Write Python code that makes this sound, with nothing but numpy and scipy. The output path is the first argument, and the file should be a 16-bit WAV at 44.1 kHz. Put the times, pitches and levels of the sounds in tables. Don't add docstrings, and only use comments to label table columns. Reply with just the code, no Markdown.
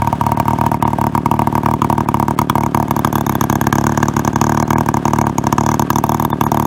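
import sys
import numpy as np
from scipy import signal
from scipy.fft import rfft, irfft
from scipy.io import wavfile
from scipy.ndimage import uniform_filter1d

SR = 44100
rng = np.random.default_rng(int(sys.argv[2]) if len(sys.argv) > 2 else 0)


def how_loud(loudness_db):
    steps = np.asarray(loudness_db, float) / 20
    return 10 ** steps


def wrap_up_sound(samples):
    columns = np.atleast_2d(samples).T
    tamed = np.clip(columns, -1, 1)
    steps = np.round(tamed * 32767).astype(np.int16)
    wavfile.write(sys.argv[1], SR, steps)


N = 293706

# (time [s], burns [count], first burn level [dB],
# stumble level [dB], -26 = dead)
BOUTS = [(0.0217, 1, -3.4, -11.1), (0.0749, 1, -2.4, -26.0), (0.1292, 1, -3.0, -26.0),
         (0.2128, 1, -1.5, -9.3), (0.267, 1, -1.7, -9.6), (0.3205, 1, -1.8, -26.0),
         (0.3747, 2, -5.8, -26.0), (0.4564, 4, -9.6, -26.0), (0.5877, 2, -6.1, -7.8),
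         (0.6658, 1, -1.0, -26.0), (0.7183, 2, -4.2, -26.0), (0.8267, 3, -0.6, -12.6),
         (0.9337, 1, -4.0, -26.0), (0.9874, 4, -6.3, -26.0), (1.1249, 3, -18.9, -26.0),
         (1.2608, 1, -0.3, -26.0), (1.3154, 2, -0.2, -13.6), (1.3942, 2, -1.1, -17.2),
         (1.4736, 1, -1.7, -26.0), (1.5276, 3, -8.2, -26.0), (1.6351, 5, -9.0, -26.0),
         (1.8202, 2, -0.6, -26.0), (1.9017, 2, -1.2, -16.0), (1.9819, 2, -2.2, -26.0),
         (2.0607, 2, -14.7, -26.0), (2.1445, 1, -0.5, -11.1), (2.2006, 2, -2.7, -19.3),
         (2.2838, 2, -3.4, -26.0), (2.391, 2, 0.0, -26.0), (2.4998, 1, 0.0, -26.0),
                 (2.556, 2, -0.5, -7.2), (2.6368, 2, -4.7, -26.0), (2.7481, 3, -0.7, -7.1),
                 (2.8834, 2, -12.4, -26.0), (2.9664, 2, -4.4, -26.0), (3.0491, 1, -0.4, -7.0),
                 (3.1295, 2, -7.3, -7.3), (3.2112, 1, -6.8, -26.0), (3.2674, 2, -5.9, -11.9),
                 (3.3547, 1, -4.5, -26.0), (3.4127, 2, -1.7, -26.0), (3.5004, 3, -2.0, -26.0),
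                 (3.6146, 1, -3.3, -13.4), (3.671, 1, -1.2, -26.0), (3.7282, 3, -0.7, -9.1),
                 (3.8423, 2, -5.7, -7.3), (3.9226, 1, -8.2, -16.6), (3.9772, 1, -2.5, -13.5),
                 (4.0309, 1, -0.8, -12.2), (4.0855, 1, -4.2, -26.0), (4.1398, 3, -16.6, -26.0),
                 (4.2505, 2, -7.3, -26.0), (4.333, 2, -13.4, -18.1), (4.4159, 5, -0.4, -7.0),
         (4.5758, 3, -3.3, -26.0), (4.6806, 6, -11.4, -26.0), (4.8625, 2, -8.9, -26.0),
                (4.9437, 2, -3.8, -26.0), (5.0558, 2, -1.3, -12.9), (5.1357, 1, -2.3, -9.5),
                (5.1883, 2, -1.9, -7.7), (5.2697, 1, -3.3, -9.7), (5.3845, 1, -2.6, -26.0),
                (5.4418, 2, -9.2, -26.0), (5.5279, 1, -0.9, -26.0), (5.5837, 2, -0.4, -8.1),
                (5.6649, 4, -3.3, -26.0), (5.797, 2, -1.2, -26.0), (5.9049, 1, -0.8, -11.5),
                (5.96, 2, -1.8, -26.0), (6.0407, 1, -1.2, -16.2), (6.0951, 3, -2.4, -19.2),
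                (6.2001, 1, -3.6, -7.3), (6.2515, 1, -1.8, -26.0), (6.304, 2, -10.9, -26.0),
                (6.4127, 1, -0.2, -7.5), (6.4666, 1, -2.7, -26.0), (6.5195, 4, -1.4, -6.9),
                (6.6537, 1, -5.6, -26)]
# (time [s], rise of the ring [Hz], extra jet [dB])
LOADED_BANGS = [(1.8202, 100, 0), (2.0888, 35, 1), (2.391, 80, 2), (2.4998, 110, 2.5), (3.0491, 40, 1.5),
                (3.4127, 55, 0), (3.7282, 45, 0), (4.0037, 80, 0), (4.5758, 55, 0), (5.5837, 40, 0),
                (5.9049, 90, 4)]
# (time [s], aside of the jet [0-1], shaded by the can [0-1], facing the lip [0-1])
MIC_PATH = [(0, .05, 0, .2), (.7, .01, 0, .2), (1.8, .05, .1, .3), (2.6, .35, .05, .3), (2.85, .45, .3, .5),
            (3.05, .8, .5, 1), (3.5, 1, .8, .9), (4, .85, 1, .33), (4.45, 1, .7, .4), (4.75, .55, .55, .35),
            (5.1, .6, .5, .1), (5.5, .75, .5, .03), (6, .95, .15, .8), (6.3, .65, .25, 1),
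            (6.66, .65, .3, .75)]
MIC_EFFECTS = [
    (1.2, 0, -.6, -.35, .8),
    (-5.5, 0, 14, 0, -3),
    (-8, 22, 0, 0, 2),
    (-7, 3, 0, 18.5, 1),
    (-26.7, 0, 3, .3, 4.7),
    (.93, 0, 0, -.04, .5),
    (-.3, 0, 4.2, -1.5, -8),
]
RING_LENGTH, UPPER_MODES, WHISTLE_LEVEL, SIZZLE_LEVEL, CLATTER_LEVEL, BLUNTNESS, HIDDEN_BURN = range(7)
# (time after the bang [ms], rise [ms], fall [ms], size unfired [ratio], size added by the burn [ratio])
SURGES = [
    (2.05, 0.56, 0.94, -0.31, 1.22),
    (3.37, 0.7, 3.39, 0.02, 0.29),
    (8.94, 1.0, 3.23, 0.07, 0.06),
    (11.34, 1.21, 1.27, 0.17, 0.18),
    (9.82, 2.94, 2.62, -0.1, 0.46),
    (15.22, 2.57, 2.49, 0.03, 0.21),
]
# (frequency [Hz], width [Hz], level [dB])
PIPE_MODES = [(243, 59, -9.5), (320.3, 46, -11.5)]
# (frequency [Hz], level [dB], t60 [s], scatter of phase [turns])
SILENCER_MODES = [(708.5, -4.5, 0.019, 0.056), (940, 0.7, 0.025, 0.0042), (1170, -5.5, 0.016, 0.028),
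                  (1590, -15.5, 0.015, 0.22), (2180, -21, 0.019, 0.4), (2680, -28.5, .01, 0.55),
                  (3180, -26.5, 0.0097, 0.19), (3500, -31, 0.013, 0.54), (1694, -22.5, .02, 0.5),
                  (594, -22, 0.011, 0.013)]
# (frequency [Hz], level per Hz [dB])
JET_SPECTRUM = [(880, -53), (1500, 5), (1970, -14), (2220, -0.5), (3700, -29), (4520, -15.5), (6230, -15),
                (8680, -16.5), (9500, -12), (12200, -24), (15500, -11), (16500, -37)]
# (frequency [Hz], width [Hz], level [dB])
WHISTLE_PEAKS = [(6140, 1200, 0.5), (6635, 470, -0.5), (3450, 370, -8)]
# (frequency [Hz], width [Hz], level [dB])
SIZZLE_PEAKS = [(9700, 170, 4), (11870, 1160, 6.5), (12970, 400, 0.5), (15000, 2000, 0)]
# (frequency [Hz], level per Hz [dB])
CLATTER_SPECTRUM = [(40, -45), (70, 6.5), (130, -2.5), (330, 9.5), (500, -7), (930, -6.7), (1200, -9.5),
                    (1400, -16), (1580, -12.5), (2100, -22.5), (3300, -24), (4130, -31.5), (8000, -36),
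                    (12200, -41.5), (16500, -53)]
# (frequency [Hz], t60 [s])
GARAGE_DECAY = [(150, 1), (1000, 0.1), (4000, 0.11), (12000, 0.04)]
# (frequency [Hz], level per Hz [dB])
HAND_RUMBLE = [(20, 8), (45, -8), (70, 21), (200, -39), (400, -43)]
# (start [s], end [s], treble lost above [Hz], line left over [Hz], its level [dB])
DROPOUTS = [(.351, .363, 3000, 2600, -44), (.799, .812, 3000, 2600, -40), (.836, .855, 4000, 2900, -42),
            (2.056, 2.07, 2500, 2100, -42), (2.357, 2.368, 2300, 2100, -42),
            (2.593, 2.602, 1800, 1500, -38), (3.676, 3.687, 2600, 11700, -36),
            (3.714, 3.721, 2600, 2200, -40), (4.345, 4.354, 2600, 3500, -42),
            (4.634, 4.648, 2200, 4100, -41), (4.747, 4.761, 2600, 2200, -36),
            (4.747, 4.757, 2600, 1700, -32), (4.345, 4.354, 2600, 6500, -40),
            (5.238, 5.249, 2200, 6700, -36), (6.318, 6.336, 2200, 3550, -29),
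            (6.453, 6.464, 2200, 6750, -33), (6.453, 6.464, 2200, 11600, -31),
            (6.453, 6.464, 2200, 9650, -36)]

TURN_S, COUNT_S = .0273, .0271
DEAD_DB = -26
FOLLOW_DB, FULL_DB, CLEAN_BELOW_DB, REBOUND, BURN_SCATTER_DB = -3.6, -1.3, -4.3, 1.1, .7
DRAG_PER_DB, GAIN_PER_BURN = .002, .01
ASIDE_LOSS_DB, FADE_DB = -.9, .15
LIP_SLOPE, LIP_PIVOT_DB = .55, -3
JET_DB, JET_SLOPE, JET_ASIDE_DB, JET_SCATTER_DB = -20.3, 1.4, 10.2, 1.2
RING_HZ, RING_HZ_PER_DB, RING_ASIDE_HZ, RING_SCATTER_HZ = 950, 9, 15, 16
APPROACH_S = .75


def evened(x):
    return x / np.sqrt(np.mean(x ** 2) + 1e-20)


def read(points, hz):
    f, value = np.transpose(points)
    return np.interp(np.log(hz + 1), np.log(f + 1), value)


def mic_position(s):
    time, *shares = np.transpose(MIC_PATH)
    return [np.interp(s, time, share) for share in shares]


def mic_effect(s, effect):
    base, *weights, far = MIC_EFFECTS[effect]
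    moved = sum(weight * share for weight, share in zip(weights, mic_position(s)))
    return base + moved + far * np.exp(-s / APPROACH_S)


def noise(points):
    hz = np.fft.rfftfreq(N, 1 / SR)
    return evened(irfft(rfft(rng.standard_normal(N)) * how_loud(read(points, hz)), N))


def resonant_noise(peaks):
    hz = np.fft.rfftfreq(N, 1 / SR)
    gain = sum(how_loud(db) / (1 + (2 * (hz - f) / width) ** 2) for f, width, db in peaks)
    return evened(irfft(rfft(rng.standard_normal(N)) * gain, N))


def laid(s, pieces, lead):
    at = (np.round(s * SR).astype(int) - lead + np.arange(pieces.shape[1])).ravel()
    inside = (at >= 0) & (at < N)
    return np.bincount(at[inside], pieces.ravel()[inside], N)


def bout_levels(start, burns, first_db, stumble_db, count, luck):
    levels = [first_db]
    aside = mic_position(start)[0]
    for k in range(1, int(burns)):
        rebound_db = REBOUND * max(CLEAN_BELOW_DB - levels[-1], 0)
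        burn_db = min(FOLLOW_DB + rebound_db, FULL_DB)
        levels.append(burn_db + ASIDE_LOSS_DB * aside - FADE_DB * k + BURN_SCATTER_DB * luck[k])
    return np.array((levels + [stumble_db] + count * [DEAD_DB])[:count])


def turns():
    rows = BOUTS
    ends = [row[0] for row in rows[1:]] + [rows[-1][0] + TURN_S]
    chance = rng.standard_normal((len(rows), 8))
    s, db, length = [rows[0][0] - TURN_S], [-8.], [TURN_S]
    for (start, burns, first_db, stumble_db), end, luck in zip(rows, ends, chance):
        count = max(round((end - start) / COUNT_S), 1)
        bout = bout_levels(start, burns, first_db, stumble_db, count, luck)
        k = np.arange(count)
        share = 1 - DRAG_PER_DB * bout - GAIN_PER_BURN * k * (k < burns)
        share = share * (end - start) / share.sum()
        s += list(start + np.cumsum(share) - share)
        db += list(bout)
        length += list(share)
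    s, db = np.array(s), np.array(db)
    jet_luck, ring_luck = rng.standard_normal((len(s), 2)).T
    aside, _, facing = mic_position(s)
    dead = db <= DEAD_DB
    loaded_s, rise_hz, extra_db = np.transpose(LOADED_BANGS)
    loaded = abs(s[:, None] - loaded_s) < TURN_S / 2

    jet_db = JET_DB + JET_SLOPE * db + JET_ASIDE_DB * aside + JET_SCATTER_DB * jet_luck
    jet_db = jet_db + LIP_SLOPE * (LIP_PIVOT_DB - db) * facing + loaded @ extra_db
    hz = RING_HZ + RING_HZ_PER_DB * np.maximum(db, -7) + RING_ASIDE_HZ * aside
    hz = hz + loaded @ rise_hz + RING_SCATTER_HZ * ring_luck
    return np.array([s, db, np.where(dead, -49, jet_db), np.where(dead, 930, hz), length])[:, :, None]


def ring(s, ring_db, ring_hz):
    t = np.arange(-115, 1900) / SR
    chance = rng.standard_normal((len(s), len(SILENCER_MODES), 3))
    heat = ring_hz / 935 - 1
    main_hz = SILENCER_MODES[1][0]
    upper_db = mic_effect(s, UPPER_MODES)
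    out = 0
    for k, (hz, db, t60, scatter) in enumerate(SILENCER_MODES):
        db = db + np.minimum(40 * scatter, 2.5) * chance[:, k, :1]
        db = db + 45 * heat * np.sign(hz - main_hz) * (hz < 2000)
        db = db + (upper_db - 0.32 * ring_db) * (1400 < hz < 2000)
        db = db + (1.8 * ring_db + 95 * heat) * (2400 < hz < 3400)
        db = db + 0.93 * upper_db * (hz < 650)
        db = db + 0.97 * mic_effect(s, SIZZLE_LEVEL) * (hz > 3400)
        if k == 1:
            t60 = t60 * mic_effect(s, RING_LENGTH)
        detune = 1 + 0.33 * heat + (.004 + 0.044 * scatter) * chance[:, k, 1:2]
        cycles = hz * detune * t + scatter * chance[:, k, 2:]
        out = out - how_loud(db - 60 * np.maximum(t, 0) / t60) * np.cos(2 * np.pi * cycles)
    build = np.clip((t - t[0]) / 0.0039, 0, 1) ** 0.4
    return laid(s, how_loud(1.17 * ring_db - 3.0) * out * build, lead=115)


def jet(s, jet_db):
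    t = np.arange(1200) / SR
    throb = 1 + 0.44 * np.cos(2 * np.pi * 900 * (t - .0006))
    gush = np.clip(t / 0.00043, 0, 1) * how_loud(-4200 * np.maximum(t - .0022, 0)) * throb
    wisp = how_loud(-39 - 4200 * t)
    puffs = laid(s, how_loud(1.022 * jet_db - 4.0) * (gush + wisp), lead=115)

    now = np.arange(N) / SR
    colours = rng.standard_normal((len(s), 2)).T
    gusts = [laid(s, 2.2 * colour[:, None] + np.zeros(300), lead=115) for colour in colours]
    whistle = how_loud(mic_effect(now, WHISTLE_LEVEL) + gusts[0])
    sizzle = how_loud(mic_effect(now, SIZZLE_LEVEL) + gusts[1])
    hiss = how_loud(6.0) * noise(JET_SPECTRUM)
    hiss = hiss + whistle * resonant_noise(WHISTLE_PEAKS) + sizzle * resonant_noise(SIZZLE_PEAKS)
    return puffs * hiss / np.sqrt(1 + whistle ** 2 + sizzle ** 2)


def surges(s, ring_db, length):
    ms = np.arange(-300, 1200) * 1000 / SR
    felt_db = ring_db + mic_effect(s, HIDDEN_BURN)
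    burn = how_loud(.415 * felt_db) * (ring_db > -25)
    blunt = mic_effect(s, BLUNTNESS)
    chance = rng.standard_normal((len(s), len(SURGES), 2))
    out = 0
    for k, (at, rise, fall, unfired, fired) in enumerate(SURGES):
        centre = at * (length / TURN_S) ** .31 + .06 * chance[:, k, :1]
        width = np.where(ms < centre, rise, fall)
        u = (ms - centre) / (width * blunt)
        size = (unfired + fired * burn) * how_loud(.4 * chance[:, k, 1:])
        out = out - size * min(rise, fall) / width * u * np.exp(.5 - u ** 2 / 2)
    return laid(s, out, lead=300)


def pipe(x):
    x = x - 0.54 * signal.lfilter(*signal.iirpeak(480, 2.5, SR), x)
    swings = [how_loud(db) * signal.lfilter(*signal.iirpeak(hz, hz / width, SR), x) for hz, width, db in PIPE_MODES]
    return x + sum(swings)


def garage(x):
    taps = np.zeros(SR // 2)
    at = np.arange(200, len(taps) - 20, 20)
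    taps[at + rng.integers(0, 20, len(at))] = rng.choice([-1., 1.], len(at))
    hz, t, z = signal.stft(taps, SR, nperseg=256)
    decay = how_loud(-60 * t / read(GARAGE_DECAY, hz)[:, None])
    tail = signal.istft(z * decay, SR, nperseg=256)[1]
    return signal.fftconvolve(x, tail / np.linalg.norm(tail))[:N]


def clatter(s):
    u = np.arange(1200) / 1200
    swell_size = how_loud(1.8 * rng.standard_normal((len(s), 1)))
    swell = laid(s, swell_size * np.exp(-((u - .45) / 0.2) ** 2), lead=700)
    flutter = how_loud(2.2 * evened(uniform_filter1d(rng.standard_normal(N), size=500)))
    ticks = how_loud(2.3 * np.minimum(rng.exponential(1, N), 4)) * (rng.random(N) < 120 / SR)
    ticks = signal.lfilter([1], [1, -np.exp(-1 / (0.0045 * SR))], ticks)
    rattle = noise(CLATTER_SPECTRUM) * evened((1 + .5 * swell + 0.29 * ticks) * flutter)
    rattle = signal.sosfilt(signal.butter(2, 680, "high", fs=SR, output="sos"), rattle)
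    return how_loud(mic_effect(np.arange(N) / SR, CLATTER_LEVEL)) * rattle


def dropouts(x):
    t, out, lines = np.arange(N) / SR, x.copy(), np.zeros(N)
    for start, end, edge_hz, line_hz, db in DROPOUTS:
        near = slice(round((start - .02) * SR), round((end + .02) * SR))
        treble = signal.sosfiltfilt(signal.butter(8, edge_hz, "high", fs=SR, output="sos"), out[:, near])
        inside = np.minimum(t[near] - start, end - t[near])
        out[:, near] -= np.clip(inside / .004 + 1, 0, 1) * treble
        swell = np.clip(inside / .016 + .7, 0, 1) ** 2
        lines[near] += how_loud(db - 3) * swell * np.sin(2 * np.pi * line_hz * t[near])
    return out + lines


def scene():
    s, ring_db, jet_db, ring_hz, length = turns()
    bangs = ring(s, ring_db, ring_hz) + jet(s, jet_db)
    thuds = how_loud(-0.1) * pipe(surges(s, ring_db, length))
    echo = how_loud(-21.5) * garage(bangs + 0.1 * thuds)
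    return (thuds + bangs + echo + clatter(s))[None]


def band_limit(x):
    return signal.sosfilt(signal.butter(12, 16810, fs=SR, output="sos"), x)


def record(dry):
    thin = signal.sosfiltfilt(signal.butter(3, 72, "high", fs=SR, output="sos"), dry)
    thin = thin + how_loud(-65) * noise(HAND_RUMBLE)
    rounded = thin / (1 + abs(thin / 1.02) ** 5) ** (1 / 5)
    top = how_loud(-22)
    bands = [(1 - top, 15950), (top, 16750)]  # (gain, edge [Hz])
    shelf = sum(gain * signal.firwin(401, hz, window=("kaiser", 9), fs=SR) for gain, hz in bands)
    mix = dropouts(signal.oaconvolve(rounded, shelf[None], "same"))
    return band_limit(mix)


dry = scene()
out = record(dry)
wrap_up_sound(out)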